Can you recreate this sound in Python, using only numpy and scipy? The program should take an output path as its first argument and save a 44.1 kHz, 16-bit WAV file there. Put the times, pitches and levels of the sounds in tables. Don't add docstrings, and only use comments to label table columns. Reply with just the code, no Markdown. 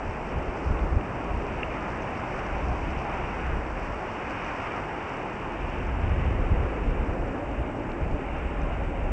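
import sys
import numpy as np
from scipy import signal
from scipy.fft import rfft, irfft, next_fast_len
from scipy.io import wavfile
from scipy.ndimage import uniform_filter1d

SR = 44100
rng = np.random.default_rng(int(sys.argv[2]) if len(sys.argv) > 2 else 0)


def generate_wav(sig):
    pcm = np.round(np.clip(np.atleast_2d(sig).T, -1, 1) * 32767).astype(np.int16)
    wavfile.write(sys.argv[1], SR, pcm)


N = 402191

# frequency in Hz, gain in dB.
ROAR_EQ = [(30, -15), (100, -0.5), (190, -2.5), (275, -1.5), (350, -0.5), (450, -3.5), (560, -3.5),
           (700, -7.5), (1000, -14), (2000, -44.5), (3500, -57.5)]
WASH_EQ = [(100, 2), (250, -1.5), (550, -1), (900, 2), (1400, 0), (1900, -4), (2450, -3.5), (2880, -8.5),
           (3150, -18), (3400, -25), (3700, -25.5), (3950, -37.5), (5000, -48.5)]
FOAM_EQ = [(3500, -26), (4050, -9.5), (4450, -3), (5000, -1.5), (5600, 1), (6100, -3), (6700, -9.5),
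           (8300, -12)]
SNAP_EQ = [(800, -5), (2800, 6), (3500, -8), (4200, -27.5), (8000, -28)]
HISS_EQ = [(2500, -2), (4000, -6), (5500, -4), (6800, 1.5), (8400, 3)]

# time in seconds, gain in dB.
TREBLE_RIDE = [(0, 1.5), (1.2, -0.5), (2.2, 2.1), (3.15, 2.5), (3.5, 0.9), (4.55, 3), (5.4, -1), (7.0, -4),
               (7.6, -5), (9.12, -6.5)]
# crest time in seconds, length in seconds, roar lift in dB, wash lift in dB.
BREAKERS = [(0.653, 1.8, 2, -0.2), (1.553, 1.85, 2, 3), (2.3, 1.24, 1.5, 2), (3.2, 1.9, 0.5, 1.5),
            (4.2, 1.3, -1.5, 2.5), (5.352, 2.8, -0.5, 3.8), (6.848, 1.94, 3, 3), (7.852, 1, 2.7, 0),
            (8.747, 2, 0.5, 2.5)]
# peak time in seconds, length in seconds, rush lift in dB.
SURGES = [(1.35, 0.5, 2.5), (2.72, .2, 3), (3.12, 0.3, 4), (6.06, .15, 3.5), (6.55, .5, 0.5),
          (8.68, .2, 5.5)]
# peak time in seconds, length in seconds, foam lift in dB.
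FIZZ_FLARES = [(.28, .12, 2.5), (0.577, .06, 4), (0.67, 0.12, 4), (4.46, 0.15, 1)]
ROAR_DB, RUSH_DB, WASH_DB, FOAM_DB = -36.5, -41, -39, -63
RUSH_FOLLOW, WASH_FOLLOW = 0.88, 0.44
FOAM_FOLLOW = 0.27

# time in seconds, level in dB.
BREEZE = [(0, -40), (.6, -40), (.7, -31), (.97, -33), (1.08, -40), (1.4, -37.5), (2.25, -42.5),
          (2.7, -34.5), (3.3, -39.5), (3.85, -34.5), (4.05, -47), (5.2, -44.5), (5.65, -36.5),
          (5.97, -29.5), (6.1, -29), (6.55, -30), (6.7, -36), (7.4, -38), (7.9, -34), (8.5, -34),
          (9.12, -29.5)]
# peak time in seconds, peak level in dB, length in seconds.
GUSTS = [(0.07, -30, 0.12), (0.369, -28, 0.12), (.5, -30, .06), (0.673, -23.5, 0.04), (0.707, -17.5, 0.053),
         (.745, -27, .07), (0.832, -24, 0.075), (0.928, -24, 0.056), (0.972, -19.5, 0.048),
         (1.344, -29, 0.18), (2.555, -31.5, 0.14), (2.68, -27.2, 0.18), (2.977, -29, 0.07),
         (3.523, -27.5, 0.22), (5.89, -30.5, 0.19), (6.05, -23, 0.057), (6.125, -26, .08),
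         (6.2, -26.5, .08), (6.282, -26, 0.11), (6.358, -25, .06), (6.417, -24, .06), (6.47, -24, .04),
         (6.527, -18.5, 0.065), (6.587, -22.5, 0.068), (6.635, -29, .07), (6.811, -28.5, 0.074),
         (6.899, -23.5, 0.21), (7.01, -23, .07), (7.106, -26.5, 0.076), (7.216, -27.5, 0.088),
         (7.294, -33, 0.053), (7.603, -27, 0.085), (8.04, -26, 0.092), (8.13, -24, 0.082),
         (8.459, -28, 0.054), (8.623, -27.5, 0.16), (8.833, -30.5, 0.18), (9.049, -29.5, 0.27)]
# time in seconds, rate in Hz.
EDDY_RATE = [(0, 42.9), (5.3, 44.14), (5.9, 52.07), (6.2, 64.9), (6.34, 65.05), (6.45, 48.2), (6.8, 38.14),
             (8.0, 39), (9.12, 44.02)]
FLUTTER_GROWTH, SPUTTER_GROWTH = 1.042, 1.74
FLUTTER_TRIM_DB, SPUTTER_TRIM_DB = -9, -6
FLUTTER_DB_PER_HZ = 0.08

# start in seconds, ring gain in dB, ring pitch in Hz,
# seconds for the ring to fall 60 dB, snap gain in dB.
TICKS = [(.096, -46, 5600, .016, -55), (.769, -28.5, 2620, .011, -41), (.791, -34, 3500, .007, -37),
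         (.874, -46, 4900, .006, -52), (1.01, -27.5, 2700, .010, -39), (1.631, -15.2, 2740, .015, -33),
         (2.020, -44, 6300, .014, -50), (3.096, -43, 5400, .01, -48), (3.273, -46, 5500, .01, -46),
         (3.665, -45, 5200, .01, -40), (4.445, -41, 6000, .01, -35), (4.672, -46, 4500, .01, -36),
         (5.620, -25, 2490, 0.011, -47), (7.918, -34, 5300, .0038, -42), (8.286, -29, 2180, .022, -47),
         (8.617, -39, 6000, .0068, -42)]
# multiple of the ring pitch, gain in dB.
TICK_MODES = [(.61, -12), (.9, -7), (1, 1)]
TICK_ATTACK_S, SNAP_T60_S = 0.00064, 0.015
TICK_CUTOFF_RATIO = 1.05

# time in seconds, gain in dB, hollow note in Hz.
STREAM_APPROACH = [(0, -74.5, 247), (5.3, -60.5, 244.3), (6.3, -52, 245.4), (7.1, -42, 239.8),
                   (7.6, -43, 278.2), (8.1, -42.5, 280.2), (8.5, -45.5, 268), (9.12, -44, 274.8)]
# multiple of the note, width in Hz, gain in dB.
HOLLOW_MODES = [(1, 65.1, 0.5), (2.13, 69.75, -3.5), (2.95, 100, -4.5)]
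BUBBLES_PER_S, GURGLE_TRIM_DB, BUBBLE_SPREAD_DB = 40, -2.5, 10
BUBBLE_LOW_HZ, BUBBLE_HIGH_HZ, BUBBLE_ONSET_CYCLES = 259.2, 848, 2
BUBBLE_CYCLES, BUBBLE_GLIDE = 42, .2

HISS_DB, HIGH_TONE_DB = -62.5, -93
TREBLE_EDGE_HZ, HIGH_TONE_HZ, TOP_HZ = 8400, 11025, 12000


def undb(db):
    return 10 ** (np.asarray(db) / 20)


def unit(x):
    return x / np.sqrt(np.mean(x ** 2))


def curves(table):
    times, *columns = np.transpose(table)
    return [np.interp(np.arange(N) / SR, times, column) for column in columns]


def equalise(x, points):
    hz, db = np.transpose(points)
    f = np.maximum(np.fft.rfftfreq(N, 1 / SR), 1)
    gain = undb(np.interp(np.log(f), np.log(hz), db))
    return unit(irfft(rfft(x) * gain, N))


def band(x, low_hz, high_hz, order):
    size = next_fast_len(N)
    f = np.maximum(np.fft.rfftfreq(size, 1 / SR), 1)
    loss = np.sqrt((1 + (low_hz / f) ** (2 * order)) * (1 + (f / high_hz) ** (2 * order)))
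    return irfft(rfft(x, size) / loss, size)[:N]


def wander(per_s):
    hold = int(SR / per_s)
    steps = np.repeat(rng.standard_normal(N // hold + 1), hold)
    return unit(uniform_filter1d(uniform_filter1d(steps, hold), hold)[:N])


def swell(crest_s, length_s, attack_share=0.53):
    position = (np.arange(N) / SR - crest_s) / length_s
    return np.sin(np.pi / 2 * np.interp(position, [-attack_share, 0, 1 - attack_share], [0, 1, 0]))


def narrow_noise(hz, width_hz):
    carrier = np.exp(2j * np.pi * np.cumsum(hz) / SR)
    return (wander(2 * width_hz) + 1j * wander(2 * width_hz)) * carrier


def churn(swell_db, flicker_db):
    out = 0
    for hz in 2. ** np.arange(5, 13):
        cloud = band(rng.standard_normal(N), hz, 2 * hz, order=6)
        out = out + cloud * undb(swell_db * wander(4) + flicker_db * wander(24))
    return unit(out)


def pops(per_s, spread_db):
    size = undb(spread_db * np.minimum(rng.exponential(size=N), 5))
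    return unit((rng.random(N) < per_s / SR) * size * rng.choice([-1, 1], N))


def surf():
    treble_db, = curves(TREBLE_RIDE)
    roar_lift, wash_lift = sum(np.outer(lifts, swell(s, length) ** 2) for s, length, *lifts in BREAKERS)
    roar = equalise(churn(swell_db=0.82, flicker_db=0.14), ROAR_EQ) * undb(ROAR_DB + roar_lift)

    surge_db = sum(db * swell(s, length) for s, length, db in SURGES)
    tumble = unit(band(churn(swell_db=0.6, flicker_db=1.0), low_hz=730, high_hz=890, order=4))
    rush = tumble * undb(RUSH_DB + RUSH_FOLLOW * treble_db + surge_db)

    splash = wander(12)
    bubbles = churn(swell_db=1.23, flicker_db=0.6) + undb(-6.5) * pops(per_s=1200, spread_db=2.0)
    wash_db = WASH_DB + WASH_FOLLOW * treble_db + wash_lift + 0.38 * splash
    wash = equalise(bubbles, WASH_EQ) * undb(wash_db)

    fizz = rng.standard_normal(N) + undb(-3.5) * pops(per_s=830, spread_db=4.5)
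    flare_db = sum(db * swell(s, length, attack_share=.4) for s, length, db in FIZZ_FLARES)
    foam_db = FOAM_DB + treble_db + flare_db + FOAM_FOLLOW * wash_lift + 0.25 * splash + 0.66 * wander(40)
    foam = equalise(fizz, FOAM_EQ) * undb(foam_db)
    return roar + rush + wash + foam


def wind_level():
    breeze_db, = curves(BREEZE)
    turbulence_db = 2.5 * wander(18)
    power = undb(breeze_db + turbulence_db) ** 2
    for s, db, length in GUSTS:
        power += (undb(db) * swell(s, length, attack_share=0.46)) ** 2
    return 10 * np.log10(power)


def wind():
    wind_db = wind_level()
    eddy_hz, = curves(EDDY_RATE)
    eddies = narrow_noise(eddy_hz, width_hz=44)
    strength = np.sqrt(uniform_filter1d(np.abs(eddies) ** 2, size=1900))
    buffet = unit(band(eddies.real / strength, low_hz=26.6, high_hz=150, order=3))
    flutter = unit(band(rng.standard_normal(N), low_hz=88, high_hz=138, order=3))
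    sputter = unit(band(rng.standard_normal(N), low_hz=160, high_hz=282, order=3))
    flutter_db = FLUTTER_TRIM_DB + FLUTTER_GROWTH * wind_db
    flutter_db += FLUTTER_DB_PER_HZ * (eddy_hz - np.mean(eddy_hz))
    sputter_db = SPUTTER_TRIM_DB + SPUTTER_GROWTH * wind_db
    return buffet * undb(wind_db) + flutter * undb(flutter_db) + sputter * undb(sputter_db)


def ticks():
    out, t = np.zeros(N), np.arange(SR // 20) / SR
    snap_noise = equalise(rng.standard_normal(N), SNAP_EQ)
    attack = 1 - np.exp(-(t / TICK_ATTACK_S) ** 2)
    for s, ring_db, hz, t60, snap_db in TICKS:
        i = int(s * SR)
        modes = sum(undb(db) * np.sin(2 * np.pi * ratio * hz * t) for ratio, db in TICK_MODES)
        ring = modes * attack * undb(-60 * t / t60)
        snap = snap_noise[i:i + len(t)] * undb(-60 * t / SNAP_T60_S)
        low_pass = signal.butter(8, TICK_CUTOFF_RATIO * hz, fs=SR, output="sos")
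        out[i:i + len(t)] += signal.sosfilt(low_pass, undb(ring_db) * ring + undb(snap_db) * snap)
    return out


def gurgle():
    out, t = np.zeros(N + SR), np.arange(SR // 5) / SR
    for when, pitch, loudness in rng.random((int(BUBBLES_PER_S * N / SR), 3)):
        hz = BUBBLE_LOW_HZ * (BUBBLE_HIGH_HZ / BUBBLE_LOW_HZ) ** pitch
        age = t * hz / BUBBLE_CYCLES
        chirp = np.sin(2 * np.pi * hz * t * (1 + BUBBLE_GLIDE * age / 2))
        envelope = (1 - np.exp(-t * hz / BUBBLE_ONSET_CYCLES)) * undb(-60 * age)
        i = int(when * N)
        out[i:i + len(t)] += undb(BUBBLE_SPREAD_DB * loudness) * chirp * envelope
    return unit(out[:N])


def stream():
    approach_db, note_hz = curves(STREAM_APPROACH)
    hollow = sum(undb(db) * narrow_noise(ratio * note_hz, width).real
                 for ratio, width, db in HOLLOW_MODES)
    return undb(approach_db) * (hollow + undb(GURGLE_TRIM_DB) * gurgle())


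def scene():
    return (surf() + wind() + ticks() + stream())[None]


def record(dry):
    hiss = undb(HISS_DB) * equalise(rng.standard_normal(N), HISS_EQ)
    high_tone = undb(HIGH_TONE_DB) * np.sqrt(2) * np.sin(2 * np.pi * HIGH_TONE_HZ * np.arange(N) / SR)
    treble_cut = signal.ellip(12, .2, 70, TREBLE_EDGE_HZ, fs=SR, output="sos")
    top_cut = signal.ellip(8, .2, 70, TOP_HZ, fs=SR, output="sos")
    dulled = signal.sosfilt(treble_cut, dry + hiss)
    return signal.sosfilt(top_cut, dulled + high_tone)


dry = scene()
out = record(dry)
generate_wav(out)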